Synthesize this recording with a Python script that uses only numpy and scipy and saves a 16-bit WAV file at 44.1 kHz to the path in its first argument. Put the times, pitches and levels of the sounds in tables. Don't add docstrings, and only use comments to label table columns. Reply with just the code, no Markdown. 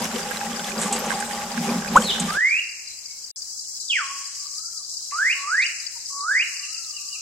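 import sys
import numpy as np
from scipy import signal
from scipy.fft import rfft, irfft, next_fast_len
from scipy.io import wavfile
from scipy.ndimage import uniform_filter1d

SR = 44100
rng = np.random.default_rng(int(sys.argv[2]) if len(sys.argv) > 2 else 0)


def volts_from_db(level):
    exponent = np.asarray(level, float) / 20
    return 10 ** exponent


def to_wav(sig):
    pcm = np.clip(np.atleast_2d(sig), -1, 1) * 32767
    pcm = np.round(pcm).astype(np.int16)
    wavfile.write(sys.argv[1], SR, pcm.T)


N = 317961
TIME = np.arange(N) / SR
SIZE = next_fast_len(N)
SILENCE_START_S, SILENCE_END_S, JUMP_S = 3.3145, 3.3595, 5.112
STREAM_END_S = 2.385
LOOSE_S = 1.84


def unit(x):
    return x / np.sqrt(np.mean(x ** 2) + 1e-20)


def spread(mid, side):
    return np.array([mid + side, mid - side])


def band(x, low_hz, high_hz, order=2):
    return signal.sosfilt(signal.butter(order, [low_hz, high_hz], "band", fs=SR, output="sos"), x)


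def highpass(x, hz):
    return signal.sosfilt(signal.butter(2, hz, "high", fs=SR, output="sos"), x)


def drift(rate_hz):
    r = np.exp(-80 * np.pi * rate_hz / SR)
    slow = signal.lfilter([1], [1, -2 * r, r * r], rng.standard_normal(N // 40 + 2002))[2000:]
    return np.interp(np.arange(N) / 40, np.arange(len(slow)), unit(slow))


def resonate(x, hz, width_hz):
    r = np.exp(-np.pi * width_hz / SR)
    zeros = np.array([1, 0, -1]) * (1 - r * r) / 2
    return signal.lfilter(zeros, [1, -2 * r * np.cos(2 * np.pi * hz / SR), r * r], x)


def grains(per_s, spread_db):
    sizes = volts_from_db(spread_db * np.minimum(rng.exponential(1, N), 5)) * rng.choice([-1, 1], N)
    return unit(sizes * (rng.random(N) < per_s / SR)) + 1e-18


def colour(x, spectrum, patchy_db):
    hz = np.maximum(np.arange(SIZE // 2 + 1) * SR / SIZE, 5)
    points = np.array(spectrum)
    shaped = rfft(x, SIZE) * volts_from_db(np.interp(np.log(hz), np.log(points[:, 0]), points[:, 1]))
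    place = 2 * np.log2(hz / 2000)
    together = drift(13)
    out = irfft(shaped * np.clip(-place, 0, 1), SIZE)[..., :N]
    for k in range(8):
        part = irfft(shaped * np.clip(1 - abs(place - k), 0, 1), SIZE)[..., :N]
        out = out + part * volts_from_db(patchy_db * (1.3 * together + drift(25)))
    return unit(out)


def add(track, s, sound):
    i = round(s * SR)
    track[i:i + len(sound)] += sound[:N - i]


def glide(rows, edge_s, rough_hz=0):
    s, hz, level_db = np.transpose(rows)
    t = np.arange(s[0], s[-1], 1 / SR)
    fade = np.clip(np.minimum(t - s[0], s[-1] - t) / edge_s, 0, 1)
    wobble_hz = rough_hz * unit(uniform_filter1d(rng.standard_normal(len(t)), size=120))
    phase = 2 * np.pi * np.cumsum(np.interp(t, s, hz) + wobble_hz) / SR
    return np.sqrt(2) * fade * volts_from_db(np.interp(t, s, level_db)) * np.sin(phase)


def insects():
    # pitch_hz, level_db (per Hz)
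    chorus_spectrum = [(2600, -49), (3200, -26.5), (3700, -25.5), (4050, -19), (4430, -11), (4800, -1),
                       (6050, -3), (7650, -2), (8710, -11), (10600, -21.5), (13000, -24), (16000, -23)]
    # pitch_hz, width_hz, level_db
    drones = [(4133, 110, -18), (7500, 290, -17)]
    # pitch_hz, level_db (per Hz)
    air_spectrum = [(20, -21), (60, -5), (150, -15), (700, -16), (1100, -15), (2500, -19.5), (3200, -16),
                    (4000, -50.5)]
    chorus = colour(np.array([grains(9000, 0.824), grains(9000, 3.7)]), chorus_spectrum, patchy_db=0.76)
    for hz, width_hz, level_db in drones:
        voice = unit(resonate(rng.standard_normal((2, N)), hz, width_hz))
        chorus = chorus + volts_from_db(level_db + 3.8 * drift(15)) * voice
    side = band(chorus[0] - chorus[1], 6440, 10400) / 2
    chorus = chorus - 0.4 * spread(0, side)
    air = colour(rng.standard_normal((2, N)), air_spectrum, patchy_db=1.2)
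    shrill = unit(band(rng.standard_normal((2, N)), 10500, 14950, order=4))
    before = TIME < SILENCE_START_S
    chorus_db = np.where(before, -38, -33.5)
    balance_db = np.array([[1.6], [-1.6]])
    return volts_from_db(-61) * before * shrill + volts_from_db(chorus_db) * chorus * volts_from_db(balance_db) + volts_from_db(-59.5) * air


def crickets():
    # first_s, last_s, chirps, peak_db
    runs = [(.0189, .2294, 2, -28), (.5616, .5616, 1, -27.5), (0.777, 1.8861, 7, -28.5),
            (2.1041, 2.6915, 4, -28.5), (2.873, 3.2422, 3, -28.5), (3.4193, 3.592, 2, -25),
            (3.799, 4.0046, 2, -28.5), (3.88, 4.255, 2, -27.5), (4.4014, 4.4014, 1, -31),
            (4.467, 4.8466, 3, -30), (4.58, 4.9686, 3, -25), (5.1417, 5.1804, 2, -29),
            (5.3093, 5.5034, 2, -27), (5.663, 5.866, 2, -21.5), (6.0576, 5.8, 2, -28),
            (6.207, 6.7455, 4, -26), (6.4083, 6.9647, 4, -27), (6.9078, 7.0856, 2, -27),
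            (7.1277, 7.1272, 1, -26.5)]
    faint_per_s, faint_db = 6.1, -34.5
    out = np.zeros(N)
    chirp = glide([(0, 5160, 1.5), (.004, 4713, -4), (.012, 4620, -12.5)], edge_s=0.0018)
    for first_s, last_s, chirps, peak_db in runs:
        for s in np.linspace(first_s, last_s, round(chirps)):
            add(out, s, volts_from_db(peak_db) * chirp)
    for s, spread_db in rng.uniform([0, -4], [N / SR, 2], (round(faint_per_s * N / SR), 2)):
        add(out, s, volts_from_db(faint_db + spread_db) * chirp)
    return np.array([volts_from_db(2.5) * out, volts_from_db(-6.5) * np.roll(out, shift=12)])


def forest(x, t60_s):
    trunks_t60_s, onset_s = 0.25, .012
    t = np.arange(2 * SR) / SR
    decay = volts_from_db(-60 * t / trunks_t60_s) + volts_from_db(-8.5 - 60 * t / t60_s)
    mid, side = rng.standard_normal((2, len(t))) * decay * np.minimum(t / onset_s, 1)
    tail = spread(mid, volts_from_db(-2.5) * side) / np.sqrt(np.sum(mid ** 2))
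    return signal.fftconvolve(x[None], highpass(tail, 1500))[:, :N]


def hollowed(x):
    # pitch_hz, width_hz, share_lost
    hollows = [(1235, 40, .55), (1350, 60, .8), (1785, 80, .8), (2280, 140, .9), (2710, 120, .75)]
    for hz, width_hz, share in hollows:
        x = x - share * resonate(x, hz, width_hz)
    return x


def rise(middle_s, lead_in_s, pace, level_db, lead_in_db):
    # after_middle_s, pitch_hz, level_db
    climb = [(-.135, 1125, -13), (-.11, 1200, -9), (-.088, 1305, -7), (-.058, 1505, -4), (0, 1910, 0),
             (.025, 2150, 0), (.052, 2550, -1), (.072, 2900, -5), (.078, 2970, -16)]
    rows = [(middle_s + s * (pace if s < 0 else 1), hz, level_db + db) for s, hz, db in climb]
    return [(rows[0][0] - max(lead_in_s, .005), 1112, lead_in_db)] + rows


def earlier_bird():
    track = np.zeros(N)
    rows = rise(4.82, lead_in_s=.1, pace=1.0, level_db=-25, lead_in_db=-50)
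    add(track, rows[0][0], glide(rows, edge_s=.008))
    return track


def birds():
    # middle_s, lead_in_s, low_half_pace, level_db, lead_in_db
    rises = [
        (5.26, .004, 1.0, -23.5, -33),
        (5.583, 0.112, .9, -23.5, -55),
        (6.356, 0.12, 1.0, -23.5, -53),
    ]
    # time_s, pitch_hz, level_db
    slow_rise = [(2.275, 1145, -45.5), (2.3, 1200, -33.5), (2.335, 1330, -35), (2.378, 1657, -27),
                 (2.432, 1979, -23), (2.492, 2260, -23), (2.54, 2452, -26), (2.6, 2836, -26)]
    fall = [(3.878, 4100, -55), (3.894, 3560, -44), (3.902, 3350, -28), (3.916, 2950, -23),
            (3.936, 2500, -24.5), (3.962, 2083, -26.5), (3.986, 1590, -28.5), (4.004, 1316, -30),
            (4.02, 1146, -36)]
    held = [(4.04, 1088, -42), (4.09, 1095, -46), (4.12, 1115, -40), (4.135, 1125, -51), (4.16, 1105, -46),
            (4.19, 1105, -57), (4.215, 1100, -49), (4.25, 1110, -60), (4.33, 1120, -66)]
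    knock = [(5.95, 1050, -58), (5.97, 950, -53), (5.99, 880, -60)]
    arch = [(5.17, 2800, -65), (5.23, 3400, -60), (5.28, 3650, -61), (5.335, 3720, -65)]
    hoot = [(3.04, 2150, -64), (3.1, 2220, -58), (3.17, 2180, -64)]
    chirp = [(2.028, 4450, -37), (2.06, 4180, -31.5), (2.095, 3620, -27.5), (2.115, 3700, -40.5)]
    chirp_end = [(2.092, 3694, -19.5), (2.103, 3430, -23), (2.113, 3010, -24.5), (2.126, 2900, -32.5)]
    # time_s, pitch_hz, level_db
    murmurs = [
        [(4.33, 1120, -58), (4.43, 1135, -60), (4.46, 1145, -47), (4.5, 1140, -60.5), (4.57, 1190, -60),
         (4.59, 1255, -54), (4.68, 1400, -60.5), (4.77, 1300, -60.5), (4.825, 1100, -56)],
        [(6.46, 1150, -60), (6.55, 1100, -60), (6.69, 1200, -58), (6.72, 1290, -55.5), (6.79, 1360, -59),
         (6.85, 1330, -57.5), (6.89, 1200, -60), (7.13, 1155, -61), (7.21, 1350, -54)],
    ]
    # start_s, stretch_s, level_db
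    far_calls = [
        (6.538, .012, -43),
        (6.622, .01, -41),
        (6.728, .015, -42),
        (6.93, .035, -44),
        (7.1, .035, -41.5),
    ]
    # after_s, pitch_hz, level_db
    far_drop = [(0, 2854, 1.5), (.018, 2677, 2), (.036, 2400, -1.5)]
    # start_s, length_s
    buzzes = [
        (5.612, .032),
        (6.32, .03),
        (3.888, .04),
    ]
    # low_hz, high_hz, level_db
    buzz_bands = [(3600, 4700, -31), (3300, 3800, -52), (3500, 4150, -42)]

    near, far, deep, rasps = np.zeros((4, N))
    for rows in [slow_rise, [*fall, *held]] + [rise(*row) for row in rises]:
        add(near, rows[0][0], glide(rows, edge_s=0.0037, rough_hz=13))
    for rows in [knock, arch, hoot, *murmurs]:
        add(far, rows[0][0], glide(rows, edge_s=.012, rough_hz=30))
    for rows in [chirp, chirp_end]:
        add(deep, rows[0][0], glide(rows, edge_s=.01, rough_hz=130))
    for s, stretch_s, level_db in far_calls:
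        rows = [(0, 2880, -4.5)] + [(stretch_s + after_s, hz, db) for after_s, hz, db in far_drop]
        add(far, s, volts_from_db(level_db) * glide(rows, edge_s=0.01, rough_hz=25))
    for (s, length_s), (low_hz, high_hz, level_db) in zip(buzzes, buzz_bands):
        t = np.arange(0, length_s, 1 / SR)
        pulses = np.sin(np.pi * 230 * t) ** 8 * (0.35 + rng.standard_normal(len(t)))
        carrier = np.sin(2 * np.pi * 4250 * t + 2 * np.sin(2 * np.pi * 460 * t))
        rasp = unit(band(pulses * carrier, low_hz, high_hz, order=4))
        add(rasps, s, volts_from_db(level_db) * np.sin(np.pi * t / length_s) * rasp)
    return near, far * abs(1 + .35 * drift(40)), deep, rasps


def woods():
    near, far, deep, rasps = birds()
    earlier = earlier_bird()
    direct = hollowed(near) * abs(1 + .17 * drift(68.26) + .07 * drift(300))
    out = insects() + crickets() + [volts_from_db(5.0) * np.roll(direct, shift=-3), volts_from_db(7.5) * direct]
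    out = out + far + volts_from_db(1.0) * deep + rasps
    echoed = volts_from_db(-1.0) * near + volts_from_db(-1.5) * far + deep + volts_from_db(-15.5) * rasps
    parts = [(0, SILENCE_START_S, 1.01), (SILENCE_END_S, JUMP_S, 1.13), (JUMP_S, N / SR, 0.94)]
    for start_s, end_s, t60_s in parts:
        part = (TIME >= start_s) & (TIME < end_s)
        out = out + part * forest((start_s == JUMP_S) * earlier + part * echoed, t60_s)
    return out


def swells(base_db, rows):
    attack_s, release_s = 0.019, 0.033
    power = volts_from_db(2 * base_db)
    for s, hold_s, level_db in rows:
        late = np.maximum((s - TIME) / attack_s, (TIME - s - hold_s) / release_s)
        power = power + volts_from_db(2 * (level_db - 10 * np.clip(late, 0, 9)))
    return 10 * np.log10(power)


def stream():
    # start_s, hold_s, boom_db, wall_db
    gushes = [(0.01, 0.052, -31.5, -33), (0.147, .01, -31, -35.5), (0.49, 0.035, -33, -50),
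              (0.768, 0.11, -31, -34), (0.919, 0.24, -36, -34.5), (1.574, 0.04, -24.5, -55),
              (1.676, 0.039, -24.5, -33), (1.739, 0.026, -19, -41), (1.911, .03, -27.5, -42.5),
              (1.962, .03, -23.5, -27), (2.012, 0.052, -33, -40), (2.213, 0.039, -24.5, -42)]
    # start_s, hold_s, level_db
    grazes = [(0.252, 0.037, -36.5), (0.404, 0.077, -33.5), (0.587, 0.063, -37), (0.893, 0.054, -31),
              (1.037, 0.038, -33), (1.147, 0.073, -31), (1.293, 0.15, -35), (1.53, 0.022, -35.5),
              (1.638, 0.022, -31.5), (1.722, 0.03, -34), (1.857, 0.015, -38), (1.96, 0.011, -28),
              (2.205, 0.015, -34.5), (2.304, .02, -44)]
    trickle_boom_db, trickle_wall_db, trickle_note_db = -40, -39.5, -43.5
    damped_db = np.clip((TIME - 2.03) / .05, 0, 1)
    boom_db = swells(trickle_boom_db - damped_db, [(s, hold_s, db) for s, hold_s, db, _ in gushes])
    wall_db = swells(trickle_wall_db - damped_db, [(s, hold_s, db) for s, hold_s, _, db in gushes])
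    note_db = swells(trickle_note_db - 2 * damped_db, grazes)
    over_db = wall_db + damped_db - trickle_wall_db
    splash_db = -40 + 0.32 * over_db
    thud_db = -58 + .4 * over_db + 7 * (TIME > LOOSE_S)
    return boom_db, wall_db, note_db, splash_db, thud_db


def splash(splash_db, thud_db):
    # pitch_hz, level_db (per Hz)
    wash_spectrum = [(24, -59.5), (40, -30.5), (209, -10), (320, -23.5), (516, -13.5), (663, -11),
                     (810, -14.5), (1410, -13.5), (7930, -20), (16000, -36.5)]
    mid, side = colour(np.array([grains(4000, 2.6), grains(4000, 2.6)]), wash_spectrum, patchy_db=1.6)
    wash = spread(mid, volts_from_db(-3.0) * highpass(side, 380))
    droplets = grains(500, 2.2)
    dealt = rng.integers(0, 16, N)
    sides_db = rng.normal(0, 9, 16)[:, None, None] * [[1], [-1]]
    fizz = 0
    for k, hz in enumerate(np.geomspace(900, 5000, 16)):
        fizz = fizz + volts_from_db(sides_db[k]) * resonate(droplets * (dealt == k), hz, hz / 14)
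    spray = band([grains(3004, 3.2), grains(2660, 3.5)], 7500, 14000)
    bright = volts_from_db(-52 + 1.3 * drift(21)) * unit(spread(spray[0], 0.689 * spray[1]))
    thud = band(rng.standard_normal(N), 18, 80)
    wet = volts_from_db(4.5) * wash + volts_from_db(-1.0 + 3.5 * drift(10)) * unit(fizz)
    wet = wet - .5 * resonate(wet, 4520, 900)
    return volts_from_db(splash_db) * wet + bright + volts_from_db(thud_db) * unit(thud)


def drops():
    # start_s, peak_db, centre_hz, t60_s
    rim_slaps = [(0.0426, -12, 5850, 0.017), (0.1595, -35, 5700, .09), (0.3077, -26.5, 7900, 0.052),
                 (0.3691, -31, 7880, .09), (0.642, -28, 5430, .12), (0.6994, -23, 6960, 0.05),
                 (0.814, -15.5, 7700, 0.17), (0.925, -13, 7630, 0.16), (.99, -26, 12500, 0.088),
                 (1.061, -18, 6500, 0.039), (1.625, -33, 11100, 0.035), (.31, -36, 12100, 0.036),
                 (1.0974, -31, 8000, 0.8), (1.2, -17, 7900, 0.065), (1.9626, -15, 7160, 0.1),
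                 (2.1967, -10.5, 7500, 0.072), (2.331, -24, 8750, 0.031), (0.929, -25, 4250, 0.063),
                 (1.959, -23, 2880, 0.13), (2.2, -19, 2800, 0.046), (.02, -27, 4400, .03),
                 (0.16, -25, 3300, .03), (.594, -22, 3200, 0.047), (.755, -27, 4800, .03),
                 (1.096, -22, 3200, .04)]
    # start_s, peak_db, centre_hz, t60_s
    swishes = [
        (0.779, -14.5, 7660, 0.21),
        (0.9, -23, 2600, 0.48),
        (1.1, -31, 2100, 0.3),
        (.79, -26, 1500, .3),
        (.96, -27, 1400, .3),
        (1.16, -28, 1300, .3),
        (1.228, -29, 7850, 0.78),
        (1.991, -16.5, 7500, 0.3),
    ]
    # start_s, peak_db
    ticks = [(0.0218, -24), (0.0398, -19), (0.1446, -37.5), (0.3082, -22), (0.3381, -30), (0.4075, -31),
             (0.7412, -36), (0.9243, -26), (0.9911, -28), (1.062, -36), (1.3977, -31), (1.6212, -29),
             (1.9335, -29), (1.9604, -24), (2.0193, -23), (2.0722, -29), (2.3306, -28)]
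    # start_s, peak_db, pitch_hz
    single_bubbles = [(0.1121, -29.5, 1460), (0.1595, -22.5, 3100), (0.158, -25, 470), (0.02, -25, 957),
                      (0.2493, -31, 1900), (0.3701, -19.5, 4100), (0.4075, -27.5, 2630),
                      (0.4648, -27, 1940), (0.5297, -24.5, 3350), (0.594, -26, 1540), (0.6434, -20.5, 3500),
                      (0.6818, -28.5, 1700), (0.7168, -27, 2500), (0.7761, -38, 1490), (0.8579, -31, 1530),
                      (1.0625, -45, 1440), (1.0969, -29, 2150), (1.1233, -23, 2100), (1.125, -22, 1037),
                      (1.3109, -26, 1880), (1.3753, -28, 2010), (1.4077, -30, 1550), (1.5933, -33, 2520),
                      (1.6911, -20.5, 2480), (1.8776, -23, 2520), (2.021, -20, 3230)]
    # time_s, pitch_hz, peak_db
    plop = [
        (1.9572, 870, -6.5),
        (1.961, 1023, -1.5),
        (1.968, 1140, -6),
        (1.974, 1375, -1),
        (1.979, 1550, -12),
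        (1.985, 1460, -17),
    ]
    slap_rise_s, swish_rise_s, push_s = 0.0012, 0.036, 0.013

    slaps, bubbles, t = np.zeros(N), np.zeros((2, N)), np.arange(SR // 5) / SR
    puffs = [(*row, slap_rise_s) for row in rim_slaps]
    puffs += [(*row, swish_rise_s) for row in swishes]
    puffs += [(s, db, 12000, 0.016, slap_rise_s) for s, db in ticks]
    for s, peak_db, hz, t60_s, rise_s in puffs:
        puff = unit(resonate(resonate(rng.standard_normal(len(t)), hz, 2400), hz, 1800))
        add(slaps, s, volts_from_db(peak_db - 7 - 60 * t / max(t60_s, .02)) * np.minimum(t / rise_s, 1) * puff)
    for s, peak_db, hz in single_bubbles:
        side_db = rng.normal(0, 4.2)
        envelope = volts_from_db(peak_db - 60 * t * hz / 70) * np.minimum(t / 0.0014, 1)
        bubble = envelope * np.sin(2 * np.pi * hz * t * (.96 + 3.0 * t))
        crack = unit(resonate(rng.standard_normal(len(t)), 3200, 2500))
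        bubble = bubble + volts_from_db(peak_db - 10.5 - 60 * t / .025) * crack
        add(bubbles[0], s, volts_from_db(side_db) * bubble)
        add(bubbles[1], s, volts_from_db(-side_db) * bubble)
    add(slaps, plop[0][0], glide(plop, edge_s=0.00045) / np.sqrt(2))
    add(slaps, plop[0][0], volts_from_db(-24) * np.sin(np.pi * np.minimum(t / push_s, 1)) ** 2)
    return slaps + bubbles


def bucket(boom_db, wall_db, note_db):
    # pitch_hz, width_hz, level_db
    boom_modes = [(170, 16.6, -13), (201, 17, -5.5), (225.2, 13, -2)]
    # pitch_hz, width_hz, level_db
    wall_modes = [(399.4, 33, -1.5), (507, 33, -0.5), (571, 33, -2.5), (767, 80, 0), (948, 44, -6.5),
                  (1097, 110, -4.5), (1161, 54, -2)]
    note_hz, note_width_hz = 816, 36
    boom, wall = 0, 0
    for hz, width_hz, db in boom_modes:
        mode = resonate(resonate(rng.standard_normal(N), hz, width_hz), hz, 3 * width_hz)
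        deeper_db = 8 * (hz < 180) * (TIME > LOOSE_S)
        boom = boom + volts_from_db(db + 2.0 * drift(9) + deeper_db) * mode
    for hz, width_hz, db in wall_modes:
        wall = wall + volts_from_db(db + 2.0 * drift(24)) * unit(resonate(grains(900, 4.5), hz, width_hz))
    note = resonate(resonate(grains(900, 2.1), note_hz, note_width_hz), note_hz, 60)
    boom = boom / uniform_filter1d(boom ** 2, size=2600) ** 0.325
    note = note / uniform_filter1d(note ** 2, size=1500) ** 0.44
    return volts_from_db(boom_db) * unit(boom) + volts_from_db(wall_db + 1.0) * unit(wall) + volts_from_db(note_db) * unit(note)


def scene():
    boom_db, wall_db, note_db, splash_db, thud_db = stream()
    water = bucket(boom_db, wall_db, note_db) + splash(splash_db, thud_db) + drops()
    water = water * np.clip((STREAM_END_S - TIME) / 0.016, 0, 1)
    gap = np.clip(np.maximum(SILENCE_START_S - TIME, TIME - SILENCE_END_S) / 0.00121, 0, 1)
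    return (water + woods()) * gap


def starve(x):
    # pitch_hz, mid_db, side_db
    margins = [(100, 28.5, 29), (1600, 27, 27), (3000, 21.5, 21.5), (3500, 16.5, 16.5), (4000, 19, 19),
               (8500, 20, 13), (11000, 21, 18.5), (14500, 20.5, 18), (15800, 18, 15)]
    hz, s, cells = signal.stft(spread(*x) / 2, SR, "cosine", 2048, 1024)
    starts = np.arange(0, len(hz), 10)
    level_db = 10 * np.log10(np.add.reduceat(abs(cells) ** 2, starts, axis=1) + 1e-20)
    hz_points, *margins_db = np.transpose(margins)
    margin_db = np.array([np.interp(hz[starts], hz_points, m) for m in margins_db])[:, :, None]
    wander_db = drift(4)[np.minimum(s * SR, N - 1).astype(int)]
    wander_db = wander_db + 3.0 * uniform_filter1d(rng.standard_normal(level_db.shape), size=2)
    loud_db = np.percentile(level_db.max(axis=0), 88, axis=0)
    keep = (level_db > loud_db - margin_db + wander_db)[:, np.arange(len(hz)) // 10]
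    cells = cells * keep * (hz < 15900)[:, None]
    return spread(*signal.istft(cells, SR, "cosine", 2048, 1024)[1][:, :N])


def roll_off(x):
    return signal.sosfilt(signal.butter(12, 16420, fs=SR, output="sos"), x)


def record(dry):
    mix = starve(dry)
    return roll_off(mix)


dry = scene()
out = record(dry)
to_wav(out)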